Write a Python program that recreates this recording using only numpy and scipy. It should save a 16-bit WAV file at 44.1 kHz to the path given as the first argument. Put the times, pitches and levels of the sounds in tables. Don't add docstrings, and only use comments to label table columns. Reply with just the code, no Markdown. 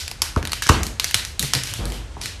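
import sys
import numpy as np
from scipy import signal
from scipy.fft import rfft, irfft
from scipy.io import wavfile
from scipy.ndimage import uniform_filter1d

SR = 44100
rng = np.random.default_rng(int(sys.argv[2]) if len(sys.argv) > 2 else 0)


def gain_from_db(level_db):
    decades = np.asarray(level_db, float) / 20
    return 10 ** decades


def unload_audio(sound):
    columns = np.transpose(np.atleast_2d(sound))
    steps = np.round(np.clip(columns, -1, 1) * 32767)
    wavfile.write(sys.argv[1], SR, steps.astype(np.int16))


N = 105840
LEAD = SR // 10
CLAW_DELAY = 40

# freq_hz, level_db_per_hz
RUMBLE_SPECTRUM = [(15, -47), (25, 2), (70, 4.5), (185, -17.5), (1520, -23.5), (1640, -23), (4240, -28),
                   (8630, -33.5), (13500, -53)]
# freq_hz, q, level_db
HOUSE_MODES = [(53, 1.3, -45), (71, 1.33, -47), (83.3, 1.33, -51)]
# freq_hz, t60_s
ROOM_DECAY = [(60, 0.35), (250, 0.6), (700, 0.28), (1800, 0.4), (5000, 0.35), (13000, 0.26)]
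# delay_s, level_db
ECHOES = [(.0022, -25.5), (.005, -13.5), (.0085, -16.5), (.013, -21), (.021, -30.5)]
# start_s, level_db, pitch_hz, length_s
PAW_THUDS = [(0.225, -35, 77, 0.044), (0.422, -24, 138.7, 0.027), (0.464, -30, 67, 0.058),
             (0.782, -19.5, 71, .08), (0.893, -27.5, 51, 0.046), (1.03, -32, 84, 0.026),
             (1.149, -20.5, 94, 0.017), (1.397, -25, 176, 0.036), (1.43, -20, 149, 0.025),
             (1.54, -18.5, 133, 0.048), (1.696, -32.5, 108, 0.12), (1.98, -39.5, 62, 0.036),
             (2.238, -36.5, 115.5, 0.046)]
# start_s, level_db, pitch_hz, length_s
BODY_ROLL = [
    (1.785, -21, 50, .2),
    (1.8, -30, 170, .1),
    (1.84, -26, 103, .07),
]
# freq_hz, level_db, t60_s
BOARD_MODES = [(49, -13, .5), (75, 0, .18), (90, -14, .1), (188, -13, .05), (270, -12, .05),
               (315, -14, .15), (420, -6, .05), (680, -13, .04)]
# start_s, level_db, tick_db, tick_hz, room_send_db
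BODY_KNOCKS = [
    (.1155, -37.5, 10.5, 880, -27),
    (.219, -29, 14.5, 1170, -1),
    (0.3637, -6.5, -3, 1204, -8.5),
    (0.6643, -26, 9, 1560, -6),
    (0.6939, -0.5, 3.5, 1165, -3.5),
    (1.788, -19.5, -15, 590, -2),
    (1.919, -50, 16, 605, -27),
    (2.168, -26, 1.5, 900, 3),
]
# start_s, length_s, level_db, centre_hz
SKIDS = [(.0, 0.043, -31.5, 3700), (0.623, 0.022, -23.5, 4050), (1.047, 0.095, -37.5, 3860),
         (1.439, 0.1, -36.5, 3230), (1.538, 0.052, -31.5, 3280), (1.742, 0.036, -48, 3640),
         (2.211, 0.1, -34.5, 4170)]
# freq_hz, level_db
CLAW_COLOUR = [(180, -24), (300, -14), (2340, -3.5), (3490, -7.5), (4150, -6), (8640, -11), (11200, -13),
               (13500, -19)]
# peak_db, ring_hz, brightness_db_per_octave, room_send_db
EARLIER_CLAW = (-7.5, 5000, 6, -1.5)
# start_s, peak_db, ring_hz, brightness_db_per_octave,
# room_send_db
CLAWS = [(0.0795, -14, 4870, 1.8, -0.5), (0.114, -15, 4900, 1.8, -10.5), (0.2188, -3, 5440, 2.3, -4),
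         (0.362, -17, 1630, -3, -24), (0.4277, -17.5, 1490, -2.8, 1), (0.452, -12, 4300, -0.5, -4.5),
         (0.4732, -12, 3570, -0.2, -2), (0.495, -23.5, 4620, -1.5, 4), (0.5194, -11, 4400, 1.5, 2),
         (0.532, -8.5, 3020, 1.3, -3.5), (0.622, -10.5, 1690, 0.7, 2.5), (0.8322, -11, 6700, 3.5, 1.5),
         (0.867, -13.5, 4540, 3.2, -7.5),
         (.2188, -8, 11000, 3, -6), (.6685, -9, 5400, .5, -2), (.6758, -14, 6300, 1.5, -3),
               (.6898, -9, 4500, -.7, -1), (.6912, -6, 8000, .5, -3), (.6925, -4, 6200, -.7, -2),
               (.6962, -7, 2900, -2, 4),
         (0.9978, -4, 3950, 0.83, -2), (1.0245, -40, 4650, 2.1, -11), (1.0433, -5.5, 4610, 2, -0.5),
             (1.1108, -16, 2610, 1.9, -8), (1.1436, 2, 3930, 1.4, -2), (1.2503, -15, 6000, 2.7, 1),
             (1.3943, -4, 3800, 6.3, 2.5), (1.4267, -7, 2040, 5.1, 4), (1.5354, -3, 5100, 0.83, 1),
             (1.5506, -8.5, 4100, 2.5, -3), (1.6354, -14, 5600, 2, 6), (1.6725, -22, 2930, 1.6, 13),
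             (1.738, -11, 3390, 2.2, 5), (1.8549, -15.5, 4230, 6.6, 2.5), (1.9014, -23, 4620, 2.2, 0),
             (1.921, -21.5, 3140, 2.5, 9), (2.2145, -18, 4040, 1.6, 9), (2.2583, -13.5, 4160, 0.84, 0)]


def evened(x):
    return x / np.sqrt(np.mean(x ** 2) + 1e-20)


def read(points, hz):
    f, value = np.transpose(points)
    return np.interp(np.log(hz + 1), np.log(f + 1), value)


def ring(x, hz, q):
    return signal.lfilter(*signal.iirpeak(min(hz, 15000), max(q, .3), SR), x)


def add(mix, start_s, sound, send_db):
    start = LEAD + round(start_s * SR)
    part = mix[:, start:][:, :sound.shape[-1]]
    part += sound[..., :part.shape[1]] * gain_from_db(np.array([[0], [send_db]]))


def rumble():
    f = np.fft.rfftfreq(N, 1 / SR)
    hiss = irfft(rfft(rng.standard_normal(N)) * gain_from_db(read(RUMBLE_SPECTRUM, f)), N)
    out = gain_from_db(-38) * evened(hiss)
    for hz, q, level_db in HOUSE_MODES:
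        hum = ring(ring(rng.standard_normal(N), hz, q), hz, q)
        out = out + gain_from_db(level_db) * evened(hum)
    return out


def room(direct, send):
    tail_db, build_s, turn_rad_per_s = -5, 0.024, 9
    out = 0
    turn = np.arange(len(send)) / SR * turn_rad_per_s
    for window in (np.cos(turn), np.sin(turn)):
        hz, t, z = signal.stft(rng.standard_normal(SR), SR, nperseg=256)
        decay = gain_from_db(-60 * t / read(ROOM_DECAY, hz)[:, None])
        tail = signal.istft(z * decay, SR, nperseg=256)[1][:SR]
        tail = tail * (1 - np.exp(-np.arange(SR) / SR / build_s))
        tail = gain_from_db(tail_db) * tail / np.linalg.norm(tail)
        out = out + signal.fftconvolve(send * window, tail)[:len(send)]
    for k, (delay_s, level_db) in enumerate(ECHOES):
        out = out + (-1) ** k * gain_from_db(level_db) * np.roll(direct, round(delay_s * SR))
    return out


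def thud(level_db, hz, length_s):
    q, wide_db = 3, -10
    t = np.arange(SR // 2) / SR
    wide = signal.lfilter(*signal.butter(1, 350, fs=SR), rng.standard_normal(len(t)))
    shape = t / length_s * np.exp(1 - t / length_s * 3.17) * 2.23
    tone = np.sin(2 * np.pi * hz * t) + .4 * evened(ring(wide, hz, q))
    return gain_from_db(level_db) * shape * (tone + gain_from_db(wide_db) * evened(wide))


def knock(level_db, tick_db, tick_hz):
    tick_s, tick_lag_s = .0007, .0012
    push_s, push_lag_s, push_db = .0007, .0056, 1.5
    boards_db, boards_send_db, board_lag_s, board_rise_s = -5, -8, .0085, .0006
    rattle_db, rattle_t60_s, rattle_hz = -14, .18, 420
    t = np.arange(SR // 2) / SR
    tick = np.sin(2 * np.pi * tick_hz * t) * gain_from_db(tick_db)
    tick = tick * np.exp(-.5 * ((t - tick_lag_s) / tick_s) ** 2)
    push = -gain_from_db(push_db) * np.exp(-.5 * ((t - push_lag_s) / push_s) ** 2)
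    u = np.maximum(t - board_lag_s, 0)
    boards = np.zeros(len(t))
    for hz, mode_db, t60_s in BOARD_MODES:
        boards += gain_from_db(mode_db - 60 * u / t60_s) * np.sin(2 * np.pi * hz * u)
    rattle = evened(ring(rng.standard_normal(len(t)), rattle_hz, 1.0))
    rattle = rattle * gain_from_db(rattle_db - 60 * u / rattle_t60_s)
    boards = boards / abs(boards).max() + rattle
    boards = gain_from_db(boards_db) * boards * (1 - np.exp(-u / board_rise_s))
    return gain_from_db(level_db) * (tick + push + boards * gain_from_db(np.array([[0], [boards_send_db]])))


def skid(length_s, level_db, hz):
    slips_per_s, slip_db, q = 3000, 2.5, .7
    t = np.arange(0, length_s, 1 / SR)
    chance, side, size = rng.random((3, len(t)))
    slips = (chance < slips_per_s / SR) * np.sign(side - .5)
    slips = slips * gain_from_db(-slip_db * np.log(size + .03))
    scrape = evened(ring(ring(slips, hz, q), hz, q))
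    return gain_from_db(level_db) * scrape * np.sqrt(np.sin(np.pi * (t / length_s) ** .4))


def claw(level_db, hz, bright_db):
    gain_db, rise_s, t60_s, longer_per_db = 3, .0002, .026, .35
    chatter_db, snap_db, snap_t60_s = 2.5, 11, .005
    q, ring_db, room_ring_db = 6, -6, -10
    t = np.arange(1024) / SR
    noise, chatter = rng.standard_normal((2, 1024))
    chatter = chatter_db * evened(uniform_filter1d(chatter, size=24))
    decay_s = t60_s * gain_from_db(longer_per_db * level_db)
    burst = noise * gain_from_db(chatter - 60 * t / decay_s) * (1 - np.exp(-t / rise_s))
    burst = burst * (1 + gain_from_db(snap_db - 60 * t / snap_t60_s))
    f = np.fft.rfftfreq(1024, 1 / SR)
    tilt_db = bright_db * np.log2(np.clip(f, 500, 14000) / 4000)
    colour = gain_from_db(read(CLAW_COLOUR, f) + tilt_db)
    click = np.eye(1, 1024)[0]
    near, far = irfft(rfft(np.roll([burst, click], shift=CLAW_DELAY, axis=1)) * colour)
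    near = evened(near) + gain_from_db(ring_db) * evened(ring(near, hz, q))
    far = evened(far) + gain_from_db(room_ring_db) * evened(ring(far, hz, q))
    return gain_from_db(level_db + gain_db) * np.array([near, far]) / abs(near).max()


def scene():
    mix = np.zeros((2, N + LEAD))
    for start_s, *row in PAW_THUDS + BODY_ROLL:
        add(mix, start_s, thud(*row), -7)
    for start_s, *row, send_db in BODY_KNOCKS:
        add(mix, start_s, knock(*row), send_db)
    for start_s, *row in SKIDS:
        add(mix, start_s, skid(*row), 1.5)
    earlier = [(-.03, *EARLIER_CLAW)]
    for start_s, *row, send_db in earlier + CLAWS:
        add(mix, start_s - CLAW_DELAY / SR, claw(*row), send_db)
    wet = mix[0] + room(*mix)
    return (wet[LEAD:] + rumble())[None]


def low_pass(x):
    return signal.sosfilt(signal.butter(12, 14280, fs=SR, output="sos"), x)


def record(dry):
    low_hz, edge_hz, leak_db = 42, 13300, -40
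    x = signal.sosfilt(signal.butter(4, low_hz, "high", fs=SR, output="sos"), dry)
    x = np.clip(x, -1, 1)
    lowpass = signal.firwin(255, edge_hz, window=("kaiser", 8), fs=SR)
    cut = signal.oaconvolve(x, lowpass[None], "same")
    mix = cut + gain_from_db(leak_db) * (x - cut)
    return low_pass(mix)


dry = scene()
out = record(dry)
unload_audio(out)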